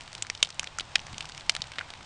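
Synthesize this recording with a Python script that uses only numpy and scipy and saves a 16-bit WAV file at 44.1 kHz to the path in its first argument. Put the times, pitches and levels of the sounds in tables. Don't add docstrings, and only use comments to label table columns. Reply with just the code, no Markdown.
import sys
import numpy as np
from scipy import signal
from scipy.fft import rfft, irfft
from scipy.io import wavfile
from scipy.ndimage import uniform_filter1d

SR = 44100
rng = np.random.default_rng(int(sys.argv[2]) if len(sys.argv) > 2 else 0)


def undo_db(level):
    steps = np.asarray(level, float) / 20
    return 10 ** steps


def log_audio(samples):
    frames = np.atleast_2d(samples).T
    limited = np.clip(frames, -1, 1)
    pcm = np.round(limited * 32767).astype(np.int16)
    wavfile.write(sys.argv[1], SR, pcm)


N = 90405


def coloured(points):
    hz, db = np.array(points).T
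    f = np.maximum(np.arange(N // 2 + 1) * SR / N, 1)
    gain = undo_db(np.interp(np.log(f), np.log(hz), db))
    x = irfft(rfft(rng.standard_normal(N)) * gain, N)
    return x / x.std()


def walk(rate):
    hold = int(SR / rate)
    steps = np.repeat(rng.standard_normal(N // hold + 1), hold)
    slewed = uniform_filter1d(uniform_filter1d(steps, hold), hold)
    return 1.3 * slewed[:N]


# f/Hz, level/dB (per Hz)
HISS_SPECTRUM = [(150, 8), (250, -15.5), (387, -6), (858, 4.5), (1550, -2.5), (3550, -4), (5670, -10.5),
                 (8250, -16), (9800, -20), (10400, -34), (13600, -62), (22000, -120)]
# t/s, level/dB, lift of the treble/dB
HISS_COURSE = [(0.0, -50.5, 1.5), (0.27, -49.5, 2), (0.76, -49.5, 0.5), (1.13, -48, 1.5), (2.05, -49, -0.5)]
TREBLE_FROM_HZ = 4500
HISS_WALK_DB, HISS_WALK_PER_S = 0.8, 25.94


def hiss():
    t = np.arange(N) / SR
    at, level_db, lift_db = np.array(HISS_COURSE).T
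    noise = coloured(HISS_SPECTRUM)
    high_pass = signal.butter(2, TREBLE_FROM_HZ, "high", fs=SR, output="sos")
    treble = signal.sosfiltfilt(high_pass, noise)
    lifted = noise + (undo_db(np.interp(t, at, lift_db)) - 1) * treble
    return lifted * undo_db(np.interp(t, at, level_db) + HISS_WALK_DB * walk(HISS_WALK_PER_S))


# f/Hz, level/dB (per Hz)
FLUTTER_SPECTRUM = [(12, -25), (20, -7), (92, -3), (350, -7), (460, -50), (770, -120)]
# t/s, level/dB
FLUTTER_COURSE = [(0.0, -59.5), (0.42, -62), (1.2, -57.5), (1.58, -64.5), (2.05, -59.5)]
FLUTTER_WALK_DB, FLUTTER_PER_S = 3, 21


def flutter():
    gusts = undo_db(FLUTTER_WALK_DB * walk(FLUTTER_PER_S))
    uneven = coloured(FLUTTER_SPECTRUM) * gusts / np.sqrt(np.mean(gusts ** 2))
    return uneven * undo_db(np.interp(np.arange(N) / SR, *np.array(FLUTTER_COURSE).T))


# t/s (middle), peak level/dB, f/Hz, length/s (middle to 1/e)
PUFF_TABLE = [(.355, -48, 69.4, .008), (.42, -50, 70.4, 0.0066), (.603, -45.5, 46, 0.011),
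              (.785, -50.5, 43.8, 0.013), (.99, -43, 120, 0.004), (1.054, -40.5, 131, 0.0039),
              (1.12, -43, 90, 0.012), (1.136, -34, 110, 0.0028), (1.175, -48, 180, 0.0054),
              (1.599, -36, 122, 0.0029)]


def puffs():
    out = np.zeros(N)
    for s, db, hz, length in PUFF_TABLE:
        u = np.arange(N) / SR - s
        out += undo_db(db) * np.exp(-(u / length) ** 2) * np.cos(2 * np.pi * hz * u)
    return out


def flames():
    return hiss() + flutter() + puffs()


def hump(hz, q):
    f = np.maximum(np.arange(1025), .5) * SR / 2048
    p = (1 + (q * (f / hz - hz / f)) ** 2) ** -2.
    return p / p.sum()


def causal(power):
    cepstrum = irfft(np.log(power + 1e-12) / 2)
    cepstrum[1:1024] *= 2
    cepstrum[1025:] = 0
    return np.exp(rfft(cepstrum))


BASS_HZ, BASS_Q, LOW_Q, HIGH_Q, AIR_HZ, AIR_Q = 653, 0.35, 1.58, 2, 8800, 0.88
FIBRES_PER_MS, FIBRE_DB, FIBRE_SCATTER_DB = 6, -6.5, 4
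TWIGS_DB, TWIGS_T60_MS = -10.5, 27.2
CREST = 1.5


def pop(db, low_hz, high_hz, high_db, bass_db, air_db, tear_ms):
    ms = np.arange(2048) * 1000 / SR
    pick, size, spray = rng.random(len(ms)), rng.standard_normal(len(ms)), rng.standard_normal(len(ms))
    torn = pick < FIBRES_PER_MS * ms[1]
    fibres = np.sign(spray) * torn * undo_db(FIBRE_DB + FIBRE_SCATTER_DB * size)
    push = fibres * np.exp(-(ms / tear_ms) ** 3)
    push[0] = -1
    push = rfft(np.roll(push, 44))
    push = push / np.sqrt(uniform_filter1d(np.abs(push) ** 2, size=30))

    stem = hump(low_hz, LOW_Q)
    stem = stem + undo_db(2 * high_db) * hump(high_hz, HIGH_Q)
    stem = stem + undo_db(2 * bass_db) * hump(BASS_HZ, BASS_Q)
    stem = stem + undo_db(2 * air_db) * hump(AIR_HZ, AIR_Q)
    body = irfft(push * causal(stem))

    twigs = spray * undo_db(-60 * ms / TWIGS_T60_MS)
    twigs = twigs / np.sqrt(np.sum(twigs ** 2))
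    x = body + undo_db(TWIGS_DB) * signal.fftconvolve(body, twigs)[:len(ms)]
    loudest = np.sqrt(2 * uniform_filter1d(x ** 2, size=44).max())
    return undo_db(db) * x / loudest / CREST


def add(out, x, s):
    i = max(int(round(s * SR)), 0)
    out[i:i + len(x)] += x[:max(len(out) - i, 0)]


# high ring level/dB, bass level/dB, treble level/dB; last, tearing time/ms
POP_TABLE = [(0.0074, -27.5, 2750, 4400, -6, -17, -6, 2), (0.0769, -30, 2110, 4000, 0, -7, -7, 1.2),
             (0.129, -27, 1810, 4640, 3.5, -19, 2, 1.1), (0.15, -22.5, 3050, 4620, -3, -15, -4, 1.65),
             (0.178, -30.5, 1380, 4080, 1, -16, -5, 3.1), (0.2223, -15, 3030, 6760, 3, -14.5, -8, 2.5),
             (0.247, -33, 1700, 3810, -5, -17, -20, 2), (0.2668, -29, 2030, 5250, -1.5, -14, -6.5, 1.8),
             (0.2988, -13, 2120, 5130, -2.5, -13.5, -13.5, 1.65),
             (0.349, -26, 3400, 5200, -5, -15, -16, 2.6), (0.3746, -32.5, 3500, 4530, 6, -17, -10, 2.6),
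             (0.427, 1, 3140, 6120, -6.5, -15, -14, 2.34), (0.4467, -24.5, 3550, 3880, -2, -17, -14, 1.9),
             (0.4562, -29.5, 3030, 3800, -10, -15, -16, 2.6), (0.4889, -32, 1420, 5540, 1.5, -15, -10, 2.2),
             (0.5027, -26.5, 3070, 5300, 0.5, -17, -5, 2.2), (0.5253, -36, 3560, 3860, 11, -14, -11, 2.2),
             (0.5944, -9.5, 2820, 6100, -2.5, -14, -6, 1.4), (0.63, -22.5, 1340, 6140, -4, -10, -14.5, 1.6),
             (0.642, -22.5, 2180, 5600, -1, -14, -12, 1.63), (0.6716, -23, 3080, 3820, -24, -11, -24, 2.5),
             (0.785, -17, 1460, 6200, 1.5, -11, -15, 2.3),
             (0.7963, -17.5, 3200, 3860, -10, -19, -13.5, 1.4),
             (0.8042, -30, 2800, 3800, -0.5, -16, -13, 1.7),
             (0.8061, -20.5, 3300, 3940, -13, -9.5, -13.5, 2.5),
             (0.9542, -10.5, 3430, 3800, -15, -18, -12.5, 1.5),
             (0.9557, -3.5, 2260, 4810, -5, -19.5, -22, 2.12), (0.9811, -31.5, 2980, 5130, -8, -14, -14, 2),
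             (0.992, -25.5, 2860, 4060, -15.5, -17, -22, 1.9),
             (1.0661, -30.5, 1950, 5400, -0.5, -5, -9, 2.5), (1.1295, -33, 1360, 3880, 0.5, -18, -8, 2.2),
             (1.1425, -30, 2590, 3770, -10, -20, -14, 2.2), (1.1803, -20.5, 3080, 5750, 2, -9, -9, 1.7),
             (1.206, -18.5, 2720, 3950, -6.5, -16, -10.5, 3.2),
             (1.2245, -30.5, 3240, 5080, -10, -10, -8, 2.5),
             (1.2426, -33.5, 1280, 4180, -14, -17, -14, 1.4), (1.254, -27, 2830, 4850, -1.5, -17, -6, 1.96),
             (1.289, -31, 3300, 6780, -2, -19, -13.5, 2.8), (1.2949, -30.5, 1850, 4620, 4, -17, -11, 2.2),
             (1.3191, -32, 3290, 4330, 3, -17, -13, 2.7), (1.3469, -30.5, 2540, 4750, -1, -20, -8, 2),
             (1.3767, -25.5, 2620, 5720, -3, -20, -12, 1.8), (1.4072, -30, 2120, 3850, 8, -17, -9, 1.8),
             (1.4943, -2, 2510, 4630, 0, -15.5, -6.5, 1.77), (1.519, -31.5, 3560, 5100, 4, -19, -13, 2.2),
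             (1.5499, -16.5, 2840, 4000, -2.5, -9, -3, 1.2), (1.5639, -16.5, 1640, 3920, 3, -17, -2.5, 1.4),
             (1.6181, -14.5, 3860, 4330, -11, -14.5, -24, 2.3),
             (1.6391, -31, 2100, 4070, 0.5, -15, -15, 2.7), (1.717, -27.5, 2240, 4680, -6.5, -6, -9, 2.5),
             (1.735, -33, 2790, 4140, -12, -13, -15, 2.6),
             (1.7837, -16.5, 1850, 3560, -4.5, -9.5, -34, 2.7),
             (1.7891, -19, 2620, 3600, -23, -13.5, -29, 3.1),
             (1.8014, -29.5, 1690, 3770, -14, -24, -16, 2.8), (1.809, -21, 1560, 4140, -31, -20, -29, 3.5),
             (1.903, -25.5, 3450, 4120, -5.5, -5.5, -7, 1.7), (1.936, -26, 2110, 3880, -4.5, -15, -14, 2.4)]


def pops():
    out = np.zeros(N)
    for s, *stem in POP_TABLE:
        add(out, pop(*stem), s)
    return out


CRACKLE_PER_S, CRACKLE_FAINTEST_DB, CRACKLE_SPREAD_DB, CRACKLE_HZ = 90, -46.5, 4, (1207, 3670)


def crackle():
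    out, s = np.zeros(N), 0
    lo, hi = CRACKLE_HZ
    for gap, loud, pitch, bright, tear in rng.random((400, 5)):
        s -= np.log(1 - gap) / CRACKLE_PER_S
        if s < N / SR:
            db = CRACKLE_FAINTEST_DB - CRACKLE_SPREAD_DB * np.log(1 - .95 * loud)
            hz = lo * (hi / lo) ** pitch
            high_db, air_db = -9 + 12 * bright, -16 + 12 * bright
            tick = pop(db, hz, 2.1 * hz, high_db, -9, air_db, .4 + 4.5 * tear)
            add(out, tick, s)
    return out


GROUND_S, GROUND_DB = 0.001335, -18.5


def scene():
    steady = flames()
    wood = pops() + crackle()
    lag = int(GROUND_S * SR)
    ground = np.concatenate([np.zeros(lag), wood[:-lag]])
    wood = wood + undo_db(GROUND_DB) * ground
    return (wood + steady)[None]


def low_pass(x):
    return signal.sosfilt(signal.butter(12, 10580, fs=SR, output="sos"), x)


CEILING, TOP_HZ = .75, 9005


def record(dry):
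    rounded = CEILING * np.tanh(dry / CEILING)
    mix = signal.sosfilt(signal.butter(8, TOP_HZ, fs=SR, output="sos"), rounded)
    return low_pass(mix)


dry = scene()
out = record(dry)
log_audio(out)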